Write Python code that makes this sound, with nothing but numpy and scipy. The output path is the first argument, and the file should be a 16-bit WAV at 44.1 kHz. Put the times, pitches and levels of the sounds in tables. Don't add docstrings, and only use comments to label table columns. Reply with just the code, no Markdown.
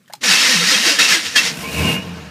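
import sys
import numpy as np
from scipy import signal
from scipy.fft import rfft, irfft, next_fast_len
from scipy.io import wavfile
from scipy.ndimage import uniform_filter1d, map_coordinates

SR = 44100
rng = np.random.default_rng(int(sys.argv[2]) if len(sys.argv) > 2 else 0)


def materialize(psi):
    bounded = np.clip(np.atleast_2d(psi).T, -1, 1)
    quanta = np.round(bounded * 32767).astype(np.int16)
    wavfile.write(sys.argv[1], SR, quanta)


def nominal_scale(level):
    x = np.asarray(level, float) / 20
    return 10 ** x


N = 101430

# frequency in Hz, level in dB.
CABIN_AIR = [(35, -58), (60, -31), (100, -2), (145, 7), (976, -30), (1070, -18), (1910, -20), (15500, -31)]
# start in seconds, peak in dB, ring in Hz, crack in dB, 60 dB decay in seconds.
KEY_CLICKS = [
    (.059, -47, 3100, -2, .015),
    (.078, -45.5, 1700, 3.5, 0.083),
    (.083, -52, 3180, -6, .05),
    (.099, -30.5, 797, -17, 0.073),
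    (.104, -36, 1820, -11, 0.029),
    (.125, -38, 2180, 6, 0.06),
    (.135, -20, 4000, 7.5, 0.018),
    (.138, -20, 796, -20, 0.034),
    (.151, -44.5, 5720, 16, 0.038),
]
# peak in seconds, level in dB, then the rise and the fall,
# each in seconds for 20 dB.
STROKES = [(.22, -30, .03, .06), (0.239, -20.5, 0.027, 0.16), (.32, -12, 0.12, 0.14),
           (.44, -16.5, 0.15, 0.28), (0.539, -14.5, 0.77, 0.19), (0.72, -12.5, 0.19, 0.18),
           (.88, -12.5, 0.14, 0.15), (0.992, -9.5, 0.0081, 0.15), (1.09, -15, .015, 0.085),
           (1.135, -12.5, 0.11, 0.098), (1.268, -21.5, 0.065, 0.038), (1.362, -10, 0.0089, 0.076),
           (1.469, -17.5, 0.14, 0.075)]
# frequency in Hz, width in Hz, level in dB.
FLYWHEEL_MODES = [(1333, 28, -8), (1776, 84, 0), (1902, 69, 4.5), (2061, 48, 1), (2223, 70, -2.5),
                  (2570, 53, -5.5), (2720, 73, -0.5), (3220, 45, -6), (3743, 70, 1.5), (4490, 89, -2),
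                  (4820, 93, -2), (5270, 49, -5), (5750, 55, -3), (6380, 76, -5)]
# frequency in Hz, level in dB.
SCRAPE_SPECTRUM = [(150, -60), (350, -17), (750, -13), (1300, -8), (2500, -2.5), (5530, -3.5),
                   (11300, -20.5), (15500, -33)]
# frequency in Hz, width in Hz, level in dB.
BODY_MODES = [(175, 97, -1), (290, 140, -1), (483, 66, -0.5), (675, 140, -9.5)]
# time in seconds, pitch in Hz, level in dB.
ARMATURE = [
    (.23, 230, -35),
    (.255, 267, -40.5),
    (0.298, 175, -24),
    (.345, 192, -42.5),
    (.41, 225.7, -37),
    (0.519, 263, -32),
    (.565, 177, -24),
    (.605, 169.7, -28.5),
    (0.639, 175, -24),
    (0.689, 189, -45),
]
# centre in seconds, length in seconds, pitch in Hz,
# level in dB.
CLANGS = [(.238, 0.013, 6100, -30), (.238, 0.015, 7200, -32), (.3, 0.05, 1700, -25), (.312, .02, 4585, -21),
          (.31, .04, 4950, -24), (.33, .015, 3850, -22), (.335, .025, 2660, -17), (.355, 0.02, 2640, -17),
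          (.355, .02, 2080, -22), (.37, .02, 2230, -22), (.385, .025, 2620, -20), (.41, .04, 1350, -27),
          (.42, .05, 5270, -23), (.445, .03, 2640, -23), (.47, .04, 2070, -23), (.5, .04, 4950, -23),
          (.52, .03, 1850, -22), (.57, .04, 2600, -22), (.61, .05, 3720, -24), (.625, .025, 1354, -27),
          (.688, .02, 1860, -21), (.7, .03, 4990, -23), (.72, .025, 4250, -22), (.745, .035, 3246, -20),
          (.755, .03, 2580, -22), (.87, .035, 4713, -23), (.9, .03, 2685, -23), (.905, .02, 5076, -22),
          (.992, 0.017, 1745, -18), (1.0, 0.025, 1350, -23), (1.002, 0.015, 3243, -17),
          (1.005, .035, 3745, -20), (1.01, .025, 2075, -21), (1.005, .02, 2600, -19),
          (1.025, 0.015, 2654, -14), (1.053, .015, 3740, -22), (1.058, 0.025, 2680, -19),
          (1.11, 0.03, 2670, -20), (1.122, .015, 1745, -19), (1.14, 0.032, 2060, -17),
          (1.165, 0.035, 1620, -24), (1.362, 0.025, 1740, -17), (1.372, .03, 3240, -16),
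          (1.37, .015, 4430, -20), (1.39, 0.035, 2680, -17)]
# centre in seconds, length in seconds, pitch in Hz,
# level in dB.
GROANS = [(.725, 0.038, 299, -31), (0.738, 0.049, 515, -31), (0.763, 0.026, 200, -28), (.81, .03, 215, -31),
          (0.87, 0.018, 330, -22.5), (.885, 0.055, 477, -34), (.89, 0.036, 677, -32),
          (0.916, 0.019, 294, -24), (.93, 0.047, 573, -35), (.995, 0.04, 290, -34.5),
          (1.0, 0.038, 466, -31), (1.012, 0.025, 191, -33.5), (1.12, 0.042, 164, -34.5),
          (1.168, 0.067, 333, -32.5), (1.29, 0.05, 85, -42), (.25, 0.022, 491, -31),
          (.5, 0.032, 517, -32.5), (.62, 0.047, 489.5, -33)]
# time in seconds, firings per second, effort in dB, share of clean boom in dB.
ENGINE_COURSE = [
    (1.197, 113, -53, -3),
    (1.5, 65.3, -32.5, -27.5),
    (1.719, 73, -28, -1.5),
    (1.815, 79, -17.5, 2.5),
    (1.889, 95, -17.5, -15),
    (1.964, 92, -22.5, -19),
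    (1.998, 94, -28, -7),
    (2.12, 88, -33, -2),
    (2.3, 72, -37, 3.5),
]
# frequency in Hz, width in Hz, level in dB.
EXHAUST_MODES = [(85, 91, -7), (167, 70, 1), (290, 142, -8), (455, 16, -1), (594, 280, -17.5),
                 (922, 33, -12), (1053, 37, -15.5)]
# frequency in Hz, level in dB.
VALVE_SPECTRUM = [(350, -35), (600, -11), (1120, -13), (1640, -9.5), (2570, -13.5), (6000, -19),
                  (15500, -49)]
# frequency in Hz, width in Hz, level in dB.
PANEL_MODES = [(1540, 136, -15), (2194, 79, 1.5), (2530, 190, 2.5), (2844, 84, 4)]
# frequency in Hz, level in dB.
INTAKE_SPECTRUM = [(590, -4.5), (1000, -20), (1690, -11), (2280, -8.5), (3260, -9.5), (12900, -19),
                   (15500, -24.5)]
# time in seconds, level in dB.
THROTTLE = [
    (1.45, -21),
    (1.62, -7.5),
    (1.66, -11),
    (1.755, -3.5),
    (1.935, -2.5),
    (2.0, -21.5),
    (2.3, -30),
]
# centre in seconds, length in seconds, pitch in Hz, level in dB.
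BUZZES = [(1.65, 0.077, 1050, -38), (1.646, .016, 2251, -32), (1.648, .016, 2581, -36),
          (1.668, 0.02, 2291, -31), (1.69, 0.04, 2471, -39), (1.775, 0.025, 2781, -33),
          (1.795, .045, 2276, -29), (1.79, .02, 2601, -32), (1.82, .03, 2501, -33),
          (1.818, .015, 2151, -32), (1.85, 0.21, 1050, -36), (1.87, .04, 2251, -32),
          (1.862, .04, 2850, -27), (1.892, 0.05, 2820, -25), (1.9, .02, 2257, -32),
          (1.935, .035, 2741, -28), (1.955, .02, 2151, -34), (1.965, 0.04, 2840, -29),
          (1.88, 0.023, 1541, -34), (2.025, .02, 2881, -38)]


def unit(x):
    return x / np.sqrt(np.mean(x ** 2) + 1e-20)


def clock():
    return np.arange(N) / SR


def wobble(rate, size=N):
    knots = rng.standard_normal(int(N * rate / SR) + 4)
    return map_coordinates(knots, [np.arange(size) * rate / SR])


def filtered(x, response):
    m = next_fast_len(N + SR // 2)
    return irfft(rfft(x, m) * response(np.fft.rfftfreq(m, 1 / SR)), m)[:N]


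def coloured(x, points):
    f, db = np.transpose(points)
    return unit(filtered(x, lambda hz: nominal_scale(np.interp(np.log(hz + 1), np.log(f), db, -120, -120))))


def resonant(x, peaks):
    def response(f):
        total = 0
        for k, (centre, width, db) in enumerate(peaks):
            mode = 1j * f * width / (centre * centre - f * f + 1j * f * width)
            total = total + (-1) ** k * nominal_scale(db) * mode
        return total
    return unit(filtered(x, response))


def wandering(x, peaks):
    total = np.zeros(N)
    for hz, width, db in peaks:
        drift_db = 2 * wobble(17.82)
        total += nominal_scale(db + drift_db) * resonant(x, [(hz, width, db)])
    return unit(total)


def patchy(depth_db):
    z = signal.stft(rng.standard_normal(N + 512), nperseg=256)[2]
    field = uniform_filter1d(uniform_filter1d(rng.standard_normal(z.shape), 4, 0), 8, 1)
    return signal.istft(z * nominal_scale(depth_db * unit(field)), nperseg=256)[1][:N]


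def bursts(rows, rough, shakes, lead, sag):
    out = np.zeros(N + SR)
    t = np.arange(SR // 2) / SR - 1 / 4
    for s, length, hz, db in rows:
        bell_db = -34 * (t / np.where(t < 0, lead * length, length)) ** 2
        tone = np.sin(2 * np.pi * hz * t * (1 - sag * t / 2) + rough * wobble(shakes, size=len(t)))
        flutter_db = 3.9 * rough * wobble(shakes, size=len(t))
        out[round(s * SR) + SR // 4:][:len(t)] += nominal_scale(db + 4 + flutter_db + bell_db) * tone
    return out[SR // 2:][:N]


def cabin_air():
    return nominal_scale(-53.5) * coloured(patchy(depth_db=1.6), CABIN_AIR)


def key():
    rise_s, ring_longer, dull_hz = 0.00024, 0.97, 5860
    out = np.zeros(N + SR)
    t = np.arange(SR // 10) / SR
    for s, db, hz, crack_db, t60 in KEY_CLICKS:
        unsteady = np.cumsum(0.11 * rng.standard_normal(len(t)))
        ring = nominal_scale(-60 * t / (t60 * ring_longer)) * np.sin(2 * np.pi * hz * t + unsteady)
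        crack = nominal_scale(crack_db - 4.0 - 60 * t / t60) * rng.standard_normal(len(t))
        out[round(s * SR):][:len(t)] += nominal_scale(db) * (ring + crack) * (1 - np.exp(-t / rise_s))
    return filtered(out[:N], lambda hz: 1j * hz / (750 + 1j * hz) / (1 + 1j * hz / dull_hz))


def starter_load():
    stroke_round, idle_grind_db = 1.37, -28.5
    engage_s, engage_rise_s = 0.207, 0.014
    touch_db, mesh_s, mesh_rise_s = -12, 0.229, 0.008
    t = clock()
    power = np.zeros(N)
    for s, db, rise, fall in STROKES:
        away = np.where(t < s, (s - t) / rise, (t - s) / fall).clip(0)
        power += nominal_scale(2 * (db - 20 * away ** stroke_round))
    engaged = 1. * ((t > STROKES[1][0]) & (t < STROKES[-1][0]))
    engaged = uniform_filter1d(engaged, SR // 50).clip(0)
    load = np.sqrt(power + engaged * nominal_scale(2 * idle_grind_db))
    load = load * ((t - engage_s) / engage_rise_s).clip(0, 1)
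    return load * nominal_scale(touch_db * (1 - (t - mesh_s) / mesh_rise_s).clip(0, 1))


def gear_grind(load):
    teeth_per_s, tooth_scatter_db, ring_db, scrape_db = 1300, 4, -10.5, -3
    draw = rng.random((3, N))
    strength = nominal_scale(1.9 * tooth_scatter_db * draw[1]) * np.sign(draw[2] - .5)
    teeth = (draw[0] < teeth_per_s / SR) * strength
    blows = load * (unit(teeth) + 0.66 * patchy(depth_db=1.0))
    ring = nominal_scale(ring_db) * wandering(blows, FLYWHEEL_MODES)
    friction = load * patchy(depth_db=1.0) + 0.53 * blows
    scrape = nominal_scale(scrape_db) * coloured(friction, SCRAPE_SPECTRUM)
    return np.sqrt(np.mean(blows ** 2)) * (ring + scrape)


def body_rumble(load):
    body_db, follows = -34.5, 0.55
    shaken = resonant(resonant(patchy(depth_db=1), BODY_MODES), BODY_MODES)
    return nominal_scale(body_db) * (load / load.max() * 2) ** follows * shaken


def armature_hum():
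    t = clock()
    s, hz, db = np.transpose(ARMATURE)
    level_db = np.interp(t, s, db + 3.5, -120, -120) + 1.1 * wobble(31.6)
    phase = 2 * np.pi * np.cumsum(np.interp(t, s, hz)) / SR
    return nominal_scale(level_db) * np.sin(phase + 0.35 * wobble(24.6))


def tooth_clangs():
    return nominal_scale(-0.5) * bursts(CLANGS, rough=0.6, shakes=120, lead=0.83, sag=0)


def housing_groans():
    return bursts(GROANS, rough=0.46, shakes=40, lead=0.86, sag=2.5)


def starter():
    load = starter_load()
    return gear_grind(load) + body_rumble(load) + armature_hum() + tooth_clangs() + housing_groans()


def firings(turns):
    jitter, scatter_db = 0.2185, 1.5
    at = np.flatnonzero(np.diff(np.floor(turns + jitter * wobble(50))) > 0)
    fire = np.zeros(N)
    fire[at] = nominal_scale(scatter_db * rng.standard_normal(len(at)))
    gate = filtered(fire, lambda hz: 1 / (1 + 1j * hz / 40))
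    return unit(fire), unit(gate.clip(0))


def exhaust(turns, fire, gate, clean_db):
    octave_db, roar_db = -7, 7.5
    roar = nominal_scale(roar_db) * (0.69 + 0.63 * gate) * rng.standard_normal(N)
    pipe = resonant(fire + roar, EXHAUST_MODES)
    octave = nominal_scale(octave_db + 2.9 * wobble(15)) * np.sin(4 * np.pi * turns)
    boom = (np.sin(2 * np.pi * turns) + octave) * np.sqrt(2)
    return pipe + nominal_scale(clean_db + 1.1 * wobble(10.9)) * boom


def valve_gear(below_peak_db):
    return nominal_scale(-31.5 + 0.58 * below_peak_db) * coloured(patchy(depth_db=2.0), VALVE_SPECTRUM)


def panel_rattle(below_peak_db, gate):
    level_db = -26.5 + 1.36 * below_peak_db + 1.8 * wobble(24.45)
    shake = nominal_scale(level_db) * (0.86 + 0.73 * gate) * rng.standard_normal(N)
    return np.sqrt(np.mean(shake ** 2)) * resonant(shake, PANEL_MODES)


def intake(gate):
    level_db = -24.5 + np.interp(clock(), *np.transpose(THROTTLE), -90) + wobble(12)
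    return nominal_scale(level_db) * (0.79 + 0.24 * gate) * coloured(patchy(depth_db=0.5), INTAKE_SPECTRUM)


def panel_buzzes():
    return nominal_scale(0.5) * bursts(BUZZES, rough=0.55, shakes=160, lead=1.0, sag=0)


def engine():
    t = clock()
    s, rate, level, clean = np.transpose(ENGINE_COURSE)
    turns = np.cumsum(np.interp(t, s, rate)) / SR
    effort_db = np.interp(t, np.r_[s[0] - .2, s], np.r_[-90, level])
    below_peak_db = effort_db - level.max()
    fire, gate = firings(turns)
    out = nominal_scale(effort_db) * exhaust(turns, fire, gate, np.interp(t, s, clean))
    out = out + valve_gear(below_peak_db) + panel_rattle(below_peak_db, gate)
    return out + intake(gate) + panel_buzzes()


def cabin(x):
    t60_s, room_db = 0.13, -10
    t = np.arange(SR // 5) / SR
    tail = rng.standard_normal(len(t)) * nominal_scale(-60 * t / t60_s)
    wet = signal.fftconvolve(x, tail / np.linalg.norm(tail))[:N]
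    return x + nominal_scale(room_db) * filtered(wet, lambda hz: (1j * hz / (600 + 1j * hz)) ** 2)


def scene():
    return (cabin(key() + starter() + engine()) + cabin_air())[None]


def roll_off(x):
    return signal.sosfilt(signal.butter(12, 15350, fs=SR, output="sos"), x)


def record(dry):
    low_hz, top_hz = 54.7, 15350
    x = dry[0] / (1 + np.abs(dry[0]) ** 8) ** (1 / 8)
    x = filtered(x, lambda hz: (1j * hz / (low_hz + 1j * hz)) ** 4 * (hz < top_hz))
    return roll_off(x[None])


dry = scene()
out = record(dry)
materialize(out)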